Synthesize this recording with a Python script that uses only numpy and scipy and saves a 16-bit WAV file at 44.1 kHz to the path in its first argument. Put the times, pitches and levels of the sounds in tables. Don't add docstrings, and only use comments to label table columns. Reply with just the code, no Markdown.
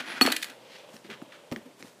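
import sys
import numpy as np
from scipy import signal
from scipy.fft import rfft, irfft
from scipy.io import wavfile

SR = 44100
rng = np.random.default_rng(int(sys.argv[2]) if len(sys.argv) > 2 else 0)


def dump_mix(stems):
    frames = np.atleast_2d(stems).T
    limited = np.clip(frames, -1, 1)
    pcm = np.round(limited * 32767).astype(np.int16)
    wavfile.write(sys.argv[1], SR, pcm)


N = 88200
SOFT_RISE_S = 0.0021


def undb(db):
    return 10 ** (np.asarray(db) / 20)


def unit(x):
    return x / (np.std(x) + 1e-12)


def times():
    return np.arange(N) / SR


def envelope(points):
    return undb(np.interp(times(), *np.array(points).T))


def colour(x, points):
    hz, db = np.array(points).T
    bins_hz = np.arange(N + 1) * SR / (2 * N)
    gain = undb(np.interp(np.log(bins_hz + 1), np.log(hz), db))
    cepstrum = irfft(np.log(gain / np.sqrt(np.mean(gain ** 2))))
    cepstrum[1:N] *= 2
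    cepstrum[N + 1:] = 0
    return irfft(rfft(x, 2 * N) * np.exp(rfft(cepstrum)))[:N]


def noise_band(hz, width_hz):
    bins_hz = np.arange(N // 2 + 1) * SR / N
    spectrum = rfft(rng.standard_normal(N)) / (1 + (2 * (bins_hz - hz) / width_hz) ** 2)
    return unit(irfft(spectrum, N))


def decay(start, t60, hold=0, rise=1 / SR):
    age = times() - start
    return np.clip(age / rise, 0, 1) * np.exp(-np.log(1000) * np.maximum(age - hold, 0) / t60)


def damped_tone(start, hz, t60):
    return decay(start, t60, rise=SOFT_RISE_S) * np.sin(2 * np.pi * hz * (times() - start))


def ring(start, modes, hold=0, rise=1 / SR, detune=0.0043):
    first, out = int(start * SR), np.zeros(N)
    age = np.arange(SR // 2) / SR
    for hz, db, t60 in modes:
        cycles = hz * (1 + detune * rng.standard_normal()) * age + rng.random()
        shape = decay(0, t60, hold, rise)[:len(age)]
        out[first:first + len(age)] += undb(db) * shape * np.sin(2 * np.pi * cycles)
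    return out


# frequency_hz, gain_db
BACKGROUND_SPECTRUM = [(54, -52.5), (121, -3.5), (415, 0), (573, -0.5), (1180, -10.5), (2400, -15.5),
                       (3930, -16), (8320, -19), (15000, -28.5)]

def background():
    floor = undb(-57.5) * colour(rng.standard_normal(N), BACKGROUND_SPECTRUM)
    return floor + undb(-74.5) * noise_band(hz=120.8, width_hz=5.3)


def room(x, tail_db=-11):
    diffuse = colour(rng.standard_normal(N), [(200, -2), (3000, -5.5), (14000, -2.5)])
    tail = diffuse * decay(start=0.006, t60=0.31)
    tail /= np.sqrt(np.sum(tail ** 2))
    return x + undb(tail_db) * signal.fftconvolve(x, tail)[:N]


# centre_hz, width_hz, level_db
BODY_RESONANCES = [(554, 163, -3.5), (900, 450, -9), (2870, 1900, -8.5)]
# time_s, level_db
WHIRR_LEVELS = [(0, -78), (0.5, -53.5), (0.9, -52.5), (1.02, -66), (1.2, -54), (1.42, -56), (1.7, -58.5),
                (2.0, -99)]

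def whirr(rotation_hz=21.8, throb_db=1.5):
    hum = sum(undb(db) * noise_band(hz, width) for hz, width, db in BODY_RESONANCES)
    throb = undb(throb_db * noise_band(rotation_hz, width_hz=4.6))
    return hum * envelope(WHIRR_LEVELS) * throb


def brush(peak, db, rise, fall, spectrum, fibres_per_s=11000, tuft_db=2):
    age = times() - peak
    swell = undb(db) * np.exp(-np.maximum(-age / rise, age / fall))
    fibres = rng.standard_normal(N) * (rng.random(N) < fibres_per_s / SR)
    tufts = undb(tuft_db * noise_band(0, width_hz=197))
    return colour(swell * unit(fibres * tufts), spectrum)


# peak_s, level_db, rise_s, fall_s
RUSTLE_SWELLS = [(0.947, -52, 0.043, 0.034), (1.801, -52, 0.0098, 0.015), (1.86, -53, 0.044, 0.046)]
# frequency_hz, gain_db
RUSTLE_SPECTRUM = [(500, 4), (3000, 1.5), (9000, -4), (15000, -14)]

def rustles():
    return sum(brush(*swell, RUSTLE_SPECTRUM) for swell in RUSTLE_SWELLS)


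# peak_s, level_db, rise_s, fall_s, centre_hz
SCUFF_SWELLS = [(0.768, -50, 0.096, 0.048, 2900), (1.051, -51.5, 0.0093, 0.033, 2430),
                (1.102, -41.5, 0.0039, 0.014, 2100), (1.117, -39.5, 0.011, 0.024, 2000),
                (1.326, -47.5, 0.0066, 0.049, 2110)]
# ratio_to_centre, gain_db
SCUFF_SPECTRUM = [(.1, -6.5), (.4, -4), (.7, 5), (1.6, 1), (2.4, -10.5), (4.5, -21), (7, -32)]

def scuffs():
    return sum(brush(*swell, [(centre_hz * ratio, db) for ratio, db in SCUFF_SPECTRUM])
               for *swell, centre_hz in SCUFF_SWELLS)


# start_s, level_db, pitch_hz, t60_s
CARPET_BUMPS = [(0.937, -42.5, 223, 0.12), (1.047, -38, 345, 0.045), (1.061, -45, 210, 0.064),
                (1.087, -40.5, 407, 0.19), (1.103, -42.5, 210, 0.13), (1.221, -31, 286, 0.039),
                (1.516, -23, 135, 0.032), (1.5221, -25.5, 241, 0.081), (1.5311, -29, 406, 0.018),
                (1.5636, -33, 217, .1), (1.657, -41, 258, 0.11), (1.802, -45.5, 270, 0.1),
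                (1.826, -39, 317, 0.05), (1.843, -40.5, 275, 0.078)]
# frequency_hz, gain_db
THUD_SPECTRUM = [(30, -50), (70, -14), (140, 1.5), (300, 3), (700, -7.5), (1500, -20.5), (5000, -32.5)]

def bumps(thud_db=-5.5):
    tones = sum(undb(db) * damped_tone(start, hz, t60) for start, db, hz, t60 in CARPET_BUMPS)
    shape = sum(undb(db) * decay(start, t60, rise=SOFT_RISE_S) for start, db, _, t60 in CARPET_BUMPS)
    return tones + undb(thud_db) * colour(shape * rng.standard_normal(N), THUD_SPECTRUM)


# start_s, level_db, pitch_hz, rise_s, crack_db
PLASTIC_TICKS = [(0.9654, -49, 5500, 0.0011, 4), (1.2175, -37.5, 1220, 0.00068, -10),
                 (1.3232, -43, 1870, 0.00088, -8.5), (1.5145, -38, 2040, 0.00072, 1),
                 (1.5222, -33, 2420, .0007, -1), (1.5256, -36.5, 2670, .0008, 0),
                 (1.5613, -28.5, 1880, 0.00091, -6), (1.8261, -26.5, 2150, 0.00034, -12)]
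# frequency_hz, gain_db
TICK_SPECTRUM = [(200, -6), (1000, -2.5), (2800, 1), (6000, -4), (15000, -35)]

def ticks(overtone_ratio=1.78, overtone_db=-10.5):
    tocks, cracks = 0, 0
    for start, db, hz, rise, crack_db in PLASTIC_TICKS:
        age = np.maximum(times() - start, 0)
        shape = undb(db) * (age / rise * np.exp(1 - age / rise)) ** 2
        phase = 2 * np.pi * hz * age
        tocks += shape * (np.sin(phase) + undb(overtone_db) * np.sin(overtone_ratio * phase))
        cracks += shape * undb(crack_db)
    return tocks + colour(cracks * rng.standard_normal(N), TICK_SPECTRUM)


# frequency_hz, level_db, t60_s
COLLAR_MODES = [(1713, -13.5, 0.1), (1764, -15.5, 0.15), (1973, -15, 0.2), (2465, -17, 0.23),
                (3348, -20.5, 0.29), (4106, -14.5, 0.049), (4635, -23.5, 0.14)]

def collar(start, rise=1 / SR):
    return ring(start, COLLAR_MODES, rise=rise)


# time_s, level_db
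SCRAPE_LEVELS = [(0, -31), (0.008, -33.5), (0.035, -48), (0.07, -40), (0.112, -37), (0.132, -38.5),
                 (0.15, -42.5), (0.168, -35.5), (0.2, -43.5), (0.33, -39), (0.40, -53), (0.51, -48.5),
                 (0.57, -70)]
# frequency_hz, gain_db
SCRAPE_SPECTRUM = [(59, -59), (100, -30), (146, -17.5), (257, 0.5), (482, -12), (748, -6.5), (1020, -10.5),
                   (1530, -2), (3460, -10), (9070, -30), (11000, -32), (15000, -37)]

def scrape(slips_per_s=5000, squeak_peak_s=0.108, squeak_width_s=0.034):
    slips = unit(rng.standard_normal(N) * (rng.random(N) < slips_per_s / SR))
    ringing = undb(-8.5) * unit(signal.fftconvolve(slips, collar(0, rise=SOFT_RISE_S))[:N])
    squeak_swell = undb(-52) * np.exp(-abs(times() - squeak_peak_s) / squeak_width_s)
    squeak = squeak_swell * noise_band(hz=10470, width_hz=400)
    return envelope(SCRAPE_LEVELS) * (colour(slips, SCRAPE_SPECTRUM) + ringing) + squeak


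# start_s, level_db, contact_s
RATTLE_CONTACTS = [(0.2621, -22.5, 0.0023), (0.3186, -23, 0.0027), (0.3221, -20, 0.0013),
                   (0.364, -25, 0.0028), (0.418, -39, 0.0015), (0.4261, -29, 0.0059),
                   (0.4432, -32.5, 0.0021), (0.498, -44.5, 0.004)]
# frequency_hz, gain_db
RATTLE_SPECTRUM = [(200, -30), (1000, -12), (1700, 3.5), (2800, 0.5), (4300, 1.5), (5500, -7.5), (8500, -8),
                   (11500, -9.5), (15000, -16.5)]

def rattle(collar_db=-4):
    chatter, ringing = 0, 0
    for start, db, contact_s in RATTLE_CONTACTS:
        shape = decay(start, t60=0.02, hold=contact_s) + undb(-17) * decay(start, t60=0.11)
        chatter += undb(db) * shape * rng.standard_normal(N)
        ringing += undb(db + collar_db) * collar(start)
    return colour(chatter, RATTLE_SPECTRUM) + ringing


# start_s, level_db
ROD_STRIKES = [(0.2133, -15.5), (0.264, -28.5), (0.3, -35.5), (0.324, -44)]
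# frequency_hz, level_db, t60_s
ROD_MODES = [(4384, 0.5, 0.038), (5750, -21, 0.17), (7730, -22.5, 0.13), (9890, -18, 0.064),
             (13700, -20, 0.084)]

def rod(rise_s=0.0038, hold_s=0.013, waver_db=2, waver_rad=0.39):
    lowest, *upper = [sum(undb(db) * ring(start, [mode], hold_s, rise_s) for start, db in ROD_STRIKES)
                      for mode in ROD_MODES]
    waver_gain = undb(waver_db * noise_band(0, width_hz=150))
    waver_phase = waver_rad * noise_band(0, width_hz=150)
    singing = (signal.hilbert(lowest) * waver_gain * np.exp(1j * waver_phase)).real
    jangle = undb(3.5) * sum(mode * noise_band(0, width_hz=430) for mode in upper)
    jingle_shape = sum(undb(db) * decay(start, t60=0.14, rise=rise_s) for start, db in ROD_STRIKES)
    jingle = undb(-15.5) * jingle_shape * noise_band(hz=8950, width_hz=12000)
    return singing + jangle + jingle


def creak(peak_s=0.2788, pitch_at_peak_hz=622.4, glide_s=0.00653, width_s=0.0044):
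    age = np.clip(times() - peak_s, -0.03, 0.03)
    cycles = pitch_at_peak_hz * glide_s * np.exp(-age / glide_s)
    return undb(-18.5) * np.exp(-(age / width_s) ** 2) * np.sin(2 * np.pi * cycles)


def shell_dispersion(x, delay_at_1khz_s=0.002245):
    hz = np.arange(N + 1) * SR / (2 * N)
    lag_cycles = 2 * delay_at_1khz_s * np.sqrt(1000 * hz)
    return irfft(rfft(x, 2 * N) * np.exp(-2j * np.pi * lag_cycles))[:N]


# start_s, level_db, treble_db, hollow_db
HANDLE_KNOCKS = [(0.2112, -12.5, 2, -4), (0.2136, -19.5, 1.5, -33), (0.2515, -21.5, -1.5, 1.5),
                 (0.2718, -24.5, 4, -8), (0.277, -29.5, -26, -1.5), (0.2857, -27.5, 5, -2),
                 (0.3019, -31, 5, 3)]
# frequency_hz, gain_db
KNOCK_SPECTRUM = [(80, -39), (140, -12), (220, 12.5), (400, 3.5), (750, -1), (1300, 1.5), (2600, 2),
                  (3400, -3), (5000, -16.5), (14000, -25.5)]
# frequency_hz, level_db, t60_s
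DOME_MODES = [(274, -13, 0.18), (319.3, -18, 0.28), (423, -21, 0.072), (745, -20.5, 0.17), (1230, -12, 0.1),
              (1406, -20.5, 0.08), (2408, -23, 0.12), (2480, -17, 0.11), (2696, -31, 0.17)]

def handle_knocks(treble_above_hz=1500):
    knocks = 0
    for start, db, treble_db, hollow_db in HANDLE_KNOCKS:
        blow = undb(18.5) * shell_dispersion(np.sinc((times() - start) * SR))
        crack_shape = undb(-1.5) * decay(start, t60=0.015) + undb(-15.5) * decay(start, t60=0.16)
        crack = crack_shape * rng.standard_normal(N)
        hit = colour(blow + crack, KNOCK_SPECTRUM) + undb(0.5) * ring(start, DOME_MODES)
        low = signal.lfilter(*signal.butter(1, treble_above_hz, fs=SR), hit)
        treble = undb(treble_db) * (hit - low)
        hollow = undb(hollow_db) * damped_tone(start, hz=283, t60=0.064)
        knocks += undb(db) * (low + treble + hollow)
    return knocks


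def scene():
    top = handle_knocks() + creak() + rod() + rattle() + scrape() + bumps() + ticks() + whirr()
    carpet = scuffs() + rustles()
    return (background() + room(top + carpet))[None]


def record(dry, low_cut_hz=106, high_cut_hz=15100):
    thinned = signal.sosfilt(signal.butter(2, low_cut_hz, "high", fs=SR, output="sos"), dry)
    return signal.sosfilt(signal.ellip(8, 0.2, 70, high_cut_hz, fs=SR, output="sos"), thinned)


dry = scene()
out = record(dry)
dump_mix(out)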